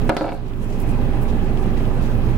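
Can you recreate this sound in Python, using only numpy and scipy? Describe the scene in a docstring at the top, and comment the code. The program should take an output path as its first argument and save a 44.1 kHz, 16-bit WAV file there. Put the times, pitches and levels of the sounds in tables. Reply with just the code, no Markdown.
"""Moored boat with idling diesels

Two diesel engines idle below the helm: firing tones, valve ticks, buzzing panels, pulsed hull noise and a whine.
A hard knock close by sets modes ringing; it bounces, and a loose part rattles to rest in a small cabin.
A limiter ducks everything at the loud blows and slowly lets the engines back.
A hand or sleeve brushes softly now and then, as short swells of grainy noise."""
import sys
import numpy as np
from scipy import signal
from scipy.io import wavfile
from scipy.ndimage import uniform_filter1d, minimum_filter1d

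SR = 44100
rng = np.random.default_rng(int(sys.argv[2]) if len(sys.argv) > 2 else 0)


def log_audio(samples):
    """Write samples as a 16-bit WAV file to the path given in sys.argv[1]."""
    # one column per channel
    frames = np.atleast_2d(samples).T
    # limit to full scale, then quantise
    limited = np.clip(frames, -1, 1)
    pcm = np.round(limited * 32767).astype(np.int16)
    wavfile.write(sys.argv[1], SR, pcm)


N = 104605
T = np.arange(N) / SR  # time in s

FIRING_HZ, SECOND_FIRING_HZ, FIRST_FIRING_S = 25.05, 29.05, 0.0168
CYLINDERS = 4  # firings in one engine cycle
PULSE_DEPTH = 0.11  # modulation of noise by the firings, in log amplitude


def from_db(db):
    """Level to amplitude: 20 dB is a factor of ten."""
    return 10 ** (np.asarray(db) / 20)


def rms_one(x):
    """Normalization to unit mean power."""
    return x / np.sqrt(np.mean(x ** 2) + 1e-20)


def at_hz(points, hz):
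    """Linear interpolation of a table on a logarithmic frequency axis."""
    table = np.array(points)
    return np.interp(np.log(hz), np.log(table[:, 0]), table[:, 1])


def pan(db):
    """Interchannel level difference, positive to the left: two gains with a mean of one."""
    gains = from_db([[db / 2], [-db / 2]])
    return gains / gains.mean()


def filtered(x, hz, kind, order=2):
    """Butterworth filtering: a maximally flat passband."""
    sections = signal.butter(order, np.clip(hz, 10, 0.47 * SR), kind, fs=SR, output="sos")
    return signal.sosfilt(sections, x + 1e-18)


def drift(rate):
    """Random fluctuation of unit spread: noise smoothed by a double pole at the given rate in Hz."""
    step = 40  # samples between computed points
    r = np.exp(-2 * step * np.pi * rate / SR)
    noise = rng.standard_normal(N // step + 2002)
    slow = signal.lfilter([1], [1, -2 * r, r * r], noise)[2000:]  # the start-up is dropped
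    return np.interp(np.arange(N) / step, np.arange(len(slow)), rms_one(slow))


def ring(clicks, modes):
    """Modal synthesis: each impulse excites exponentially decaying cosines."""
    out = 0
    for hz, db, t60 in modes:
        r = np.exp(-np.log(1000) / (t60 * SR))
        w = 2 * np.pi * hz / SR
        resonator = [1, -r * np.cos(w)], [1, -2 * r * np.cos(w), r * r]
        out = out + from_db(db) * signal.lfilter(*resonator, clicks + 1e-18)
    return out


def burst(s, decay_s):
    """Impulsive noise: a sudden stereo onset with exponential decay."""
    envelope = (T >= s) * np.exp(-np.minimum(np.abs(T - s) / decay_s, 50))
    return envelope * rng.standard_normal((2, N))


def tone(hz, db):
    """Quasi-periodic tone: a sinusoid with slow random level and phase modulation."""
    turn = 2 * np.pi * (hz * T + rng.random()) + 0.18 * drift(1.0)  # phase waver in rad
    level_db = db + 1.2 * drift(1.6)
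    return np.sqrt(2) * from_db(level_db) * np.cos(turn)


# Tones of the nearer engine: firing_multiple, level_db, left_right_db
NEAR_ORDERS = [(2, -31, -38), (4.18, -39, -15), (4.745, -28.5, -3), (5, -35, -2), (7, -48, 6),
               (8.05, -41, -15), (9, -40.5, -7.5), (9.5, -38, -1), (11.8, -44, -11), (15, -42, -14),
               (16.6, -44.5, -10)]
# Tones of the second engine: firing_multiple, level_db, left_right_db
SECOND_ORDERS = [(2, -37.5, -14), (3, -38, 2), (3.75, -48, -3)]
THROB_DB, THROB_PAN_DB, THROB_LEAD_S = -19.5, -9, 0.0074  # the throb reaches the left side first


def engine_tones():
    """Engine orders: tones at multiples of the firing rate, above a throb at the nearer engine's rate."""
    lead_s = np.array([[THROB_LEAD_S], [0]])
    turn = 2 * np.pi * FIRING_HZ * (T - FIRST_FIRING_S + lead_s)
    out = np.sqrt(2) * from_db(THROB_DB) * pan(THROB_PAN_DB) * np.cos(turn)
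    for firing_hz, orders in ((FIRING_HZ, NEAR_ORDERS), (SECOND_FIRING_HZ, SECOND_ORDERS)):
        for multiple, db, pan_db in orders:
            out = out + pan(pan_db) * tone(multiple * firing_hz, db)
    return out


REPEAT_SHARE = 0.18  # share of the noise power that repeats with every engine cycle


def engine_noise():
    """Cyclostationary noise: part of it recurs with each cycle of the nearer engine."""
    cycle = rng.standard_normal((2, 2, int(SR * CYLINDERS / FIRING_HZ)))
    repeating = cycle[..., np.arange(N) % cycle.shape[-1]]
    fresh = rng.standard_normal((2, 2, N))
    share = np.clip(REPEAT_SHARE, 0, 1)
    return np.sqrt(share) * repeating + np.sqrt(1 - share) * fresh


# Spectrum of hull and engine-room noise, before normalization: frequency_hz, density_db (dB per Hz)
DRONE = [(35, -9.5), (55, -3.5), (85, 0.5), (120, -4.5), (170, -2), (240, -6), (310, -8), (400, -10),
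         (500, -16.5), (660, -16), (800, -21.5), (1000, -21.5), (1400, -27), (1800, -29.5), (2700, -32.5),
         (4000, -42), (6000, -48), (9000, -50), (15500, -50)]
# Correlation of the two channels: frequency_hz, likeness (-1 to 1)
LIKENESS = [(50, 0.98), (200, 0.85), (400, 0.97), (750, 0.49), (1400, 0.15), (2800, -0.3), (5500, 0.063),
            (12000, -0.01)]
# Stereo balance, shared with the panels and the whine: frequency_hz, left_right_db
BALANCE_DB = [(60, -13.5), (150, -4), (380, -2.5), (950, -4.5), (2380, -2.1), (5980, -1), (15000, -3.5)]
DRONE_DB, PATCHY_DB, CLATTER_DEPTH = -24, 1.51, 0.026


def drone():
    """Amplitude-modulated band noise: third-octave bands of hull noise swell with both engines' firings."""
    edges = 32 * 2 ** (np.arange(28) / 3)
    firings = 0
    for firing_hz in (FIRING_HZ, SECOND_FIRING_HZ):
        for k in range(1, 4):
            firings = firings + np.cos(2 * np.pi * k * firing_hz * (T - FIRST_FIRING_S)) / k
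    white, out = engine_noise(), 0
    for k, (low, high) in enumerate(zip(edges, edges[1:])):
        hz = np.sqrt(low * high)
        depth = at_hz([(400, PULSE_DEPTH), (1500, CLATTER_DEPTH)], hz)
        pulsed = white[k % 2] * np.exp(0.5 * depth * firings)  # neighbouring bands use separate noise
        mid, side = filtered(pulsed, [low, high], "band")
        alike = np.clip(at_hz(LIKENESS, hz), -1, 1)
        stereo = np.sqrt(1 + alike) * mid + np.sqrt(1 - alike) * side * [[1], [-1]]
        gain = from_db(at_hz(DRONE, hz) + PATCHY_DB * drift(12)) * pan(at_hz(BALANCE_DB, hz))
        out = out + gain * stereo
    return from_db(DRONE_DB) * rms_one(out)


CLATTER_DB, CLATTER_HZ, CLATTER_S, CLATTER_SPREAD_DB = -56.5, (1870, 3600), 0.0024, 8.5


def clatter():
    """Repeated impact noise: the valve gear of both engines ticks at each firing, with random strength."""
    clicks = np.zeros(N)
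    for firing_hz in (FIRING_HZ, SECOND_FIRING_HZ):
        at = (np.arange(FIRST_FIRING_S, T[-1], 1 / firing_hz) * SR).astype(int)
        clicks[at] += from_db(CLATTER_SPREAD_DB * np.clip(rng.standard_normal(len(at)), -2, 2))
    envelope = signal.lfilter([1], [1, -np.exp(-1 / (CLATTER_S * SR))], clicks + 1e-18)
    ticks = filtered(envelope * rng.standard_normal((2, N)), CLATTER_HZ, "band")
    return from_db(CLATTER_DB) * rms_one(ticks)


# Panels that buzz with the engines: center_hz, width_hz, level_db
PANELS = [(402.4, 74, -41.5), (841, 56, -48.5), (1711, 35, -59.5), (2550, 420, -57)]


def panels():
    """Forced resonance: narrow bands of noise, driven a little harder at each firing of the nearer engine."""
    out = 0
    shake = np.exp(PULSE_DEPTH * np.cos(2 * np.pi * FIRING_HZ * (T - FIRST_FIRING_S)))
    for hz, width_hz, db in PANELS:
        drive = shake * (rng.standard_normal(N) + 0.19 * rng.standard_normal((2, N)))
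        buzz = rms_one(filtered(drive, [hz - width_hz / 2, hz + width_hz / 2], "band"))
        out = out + from_db(db) * pan(at_hz(BALANCE_DB, hz)) * buzz
    return out


# Tones of a gear or pump at their loudest: pitch_multiple, level_db
WHINE = [(1, -43.5), (2.155, -57.5)]
WHINE_HZ, WHINE_SWELL_S, WHINE_SWELL_WIDTH_S, WHINE_SWELL_DB = 794.5, 1.45, 0.63, 19.5


def whine():
    """Tonal machine noise: a fundamental and an overtone under a bell-shaped swell in decibels."""
    swell = np.exp(-0.5 * ((T - WHINE_SWELL_S) / WHINE_SWELL_WIDTH_S) ** 2)
    swell_db = WHINE_SWELL_DB * (swell - 1)
    tones = sum(tone(multiple * WHINE_HZ, db + swell_db) for multiple, db in WHINE)
    return pan(at_hz(BALANCE_DB, WHINE_HZ)) * tones


# Nominal modes of the struck thing: pitch_hz, level_db, t60_s
BODY = [(165, -22, 0.091), (236, -23, 0.045), (312.4, -15, 0.11), (379, -18, 0.1), (545, -13, 0.045),
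        (704, -12, 0.057), (760, -21, 0.022), (953, -26, 0.037), (988, -26, 0.071), (1230, -17, 0.039),
        (1315, -16, 0.057), (1584, -16, 0.03), (2000, -27, 0.049), (2380, -37.5, 0.036), (2724, -21, 0.024),
        (3194, -18, 0.016)]
CONTACT_S = 0.00073


def strike(clicks, bright_hz):
    """Impact excitation: a half-sine push plus modal ringing, low-passed as by a soft contact."""
    push = np.sin(np.pi * np.minimum(T[:SR // 100] / CONTACT_S, 1))
    modes = []
    # each blow stirs the modes differently
    for (hz, db, t60), (shift, lift_db) in zip(BODY, rng.standard_normal((len(BODY), 2))):
        modes.append((hz * (1 + 0.015 * shift), db + lift_db, t60))
    pushed = filtered(signal.fftconvolve(clicks, push)[:N], 145, "high", order=1)
    return filtered(pushed + ring(clicks, modes), bright_hz, "low")


# The knock and its bounces:
# start_s, strength_db, contact_cutoff_hz, crack_db, jingle_db, loose_part_kick_db
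KNOCKS = [(0.094, 8.5, 2690, -2.5, -21, -1), (0.1672, 1, 3500, -5, -13, -12),
          (0.2103, 1.5, 1230, -25, -35, -5), (0.2428, -3, 1110, -38, -32, -1.5),
          (0.2646, -7, 900, -38, -30, -5), (0.2811, -19, 1000, -34, -36, -0.5),
          (0.2912, -10.5, 2720, -28, -29, -5), (.321, -8, 855, -40, -34, 0)]
THUD_DB, THUD_S, THUD_HZ = -0.5, 0.0053, (178, 1730)  # the body's many short modes
BOOM_DB, BOOM_S, BOOM_HZ = -8.5, 0.051, (168, 720)  # rough rumble of the panel under each blow
CRACK_S, CRACK_HZ = 0.0029, 3500
JINGLE_S, JINGLE_HZ = 0.05, (3500, 4800)
KNOCK_PAN_DB = -1


def knocks():
    """Successive impacts: a hard knock and its bounces, each a strike with decaying noise bursts."""
    out, cracks, jingles = 0, 0, 0
    for s, db, bright_hz, crack_db, jingle_db, _ in KNOCKS:
        thud_noise = from_db(db + THUD_DB) * burst(s + 0.0033, THUD_S)  # 3.3 ms after contact
        thud = filtered(thud_noise, THUD_HZ, "band", order=1)
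        click = from_db(db) * (np.arange(N) == int(s * SR))
        out = out + strike(click, bright_hz) + filtered(thud, bright_hz, "low")
        out = out + filtered(from_db(db + BOOM_DB) * burst(s, BOOM_S), BOOM_HZ, "band")
        cracks = cracks + from_db(crack_db) * burst(s, CRACK_S)
        jingles = jingles + from_db(jingle_db) * burst(s, JINGLE_S)
    return out + filtered(cracks, CRACK_HZ, "low", order=1) + filtered(jingles, JINGLE_HZ, "band")


# Reflections from near panels: delay_s, level_db
ECHOES = [(.004, -1), (.0074, -4.5)]
ECHO_CUT_HZ = 1080
CABIN_DB, CABIN_T60_S, CABIN_CUT_HZ = -11.5, 0.29, 1560


def cabin(x):
    """Room response: dull early reflections, then convolution with exponentially decaying diffuse noise."""
    dull = filtered(x, ECHO_CUT_HZ, "low", order=1)
    early = 0
    for s, db in ECHOES:
        early = early + from_db(db) * np.pad(dull, ((0, 0), (int(s * SR), 0)))[:, :N]
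    t = T[:SR // 2]
    envelope = np.exp(-np.log(1000) * t / CABIN_T60_S) * (1 - np.exp(-t / 0.00088))
    tail = filtered(rng.standard_normal((2, len(t))), CABIN_CUT_HZ, "low") * envelope
    tail = tail + 0.5 * tail[::-1]  # partly shared by the two sides
    tail = tail / np.sqrt(np.sum(tail ** 2) / 2)
    return x + early + from_db(CABIN_DB) * signal.fftconvolve(x, tail, axes=1)[:, :N]


# Soft brushes of a hand or sleeve: center_s, spread_s, level_db, center_hz
BRUSHES = [(0.19, 0.06, -41, 7500), (0.342, 0.024, -45, 8290), (0.48, 0.021, -49, 3500),
           (0.634, 0.022, -48, 7550), (0.728, 0.041, -50.5, 5440), (.81, 0.017, -45.5, 10800),
           (0.898, 0.017, -49.5, 7850), (1.23, 0.011, -45.5, 13500), (1.296, 0.013, -49, 3600),
           (1.606, 0.035, -55, 5460), (1.784, 0.011, -49, 4700), (2.045, 0.033, -49.5, 4170)]


def brushes():
    """Friction noise: band-passed hiss with a random grain, under bell-shaped envelopes."""
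    out, grain = 0, from_db(3.1 * drift(150))
    for s, spread_s, db, hz in BRUSHES:
        band = [hz / np.sqrt(2), hz * np.sqrt(2)]  # one octave
        hiss = rms_one(filtered(grain * rng.standard_normal((2, N)), band, "band", order=1))
        out = out + from_db(db) * np.exp(-0.5 * ((T - s) / spread_s) ** 2) * hiss
    return pan(db=-2.5) * out


# Modes of the loose part: pitch_hz, level_db, t60_s
LOOSE_PART = [(560, -23, 0.018), (715, -22.5, 0.028), (740, -24, .04), (900, -34, .018), (1350, -28, 0.025),
              (1620, -36, 0.023), (2240, -23, 0.02), (2620, -24.5, 0.022)]
RATTLE_START_S, RATTLE_FADE_S, RATTLE_END_S = 0.225, 0.08, 0.36
RATTLE_PER_S, RATTLE_DB, RATTLE_CUT_HZ = 600, -23, 2570  # rate and level before the fade


def rattle():
    """Random impacts: blows kick a loose part, whose chatter grows sparser and weaker until it rests."""
    left = np.clip((RATTLE_END_S - T) / RATTLE_FADE_S, 0, 1) * (T > RATTLE_START_S)
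    contacts = rng.random(N) < RATTLE_PER_S * np.sqrt(left) / SR
    touches = contacts * rng.standard_normal(N) * from_db(RATTLE_DB) * np.sqrt(left)
    for s, *_, kick_db in KNOCKS:
        touches[int(s * SR)] += from_db(kick_db)
    return filtered(ring(touches, LOOSE_PART), RATTLE_CUT_HZ, "low", order=3)


def scene():
    """Superposition: engines below, with small sounds at the helm."""
    engines = engine_tones() + whine() + drone() + clatter() + panels()
    impacts = pan(KNOCK_PAN_DB) * cabin(knocks() + rattle())
    return engines + impacts + brushes()


def record(dry):
    """Peak limiting: gain drops at once and recovers slowly; an elliptic low-pass then cuts the top."""
    ceiling_db, release_db_per_s, cutoff_hz = -1, 19, 15900
    peak_db = 20 * np.log10(np.abs(dry).max(axis=0) + 1e-9)
    over = np.maximum(peak_db - ceiling_db, 0)
    # hold the largest overshoot, falling at the release rate
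    duck = np.maximum.accumulate(over + release_db_per_s * T) - release_db_per_s * T
    gain_db = uniform_filter1d(minimum_filter1d(-duck, size=21), size=21)
    low_pass = signal.ellip(10, 0.1, 80, cutoff_hz, fs=SR, output="sos")
    return signal.sosfilt(low_pass, dry * from_db(gain_db))


dry = scene()
out = record(dry)
log_audio(out)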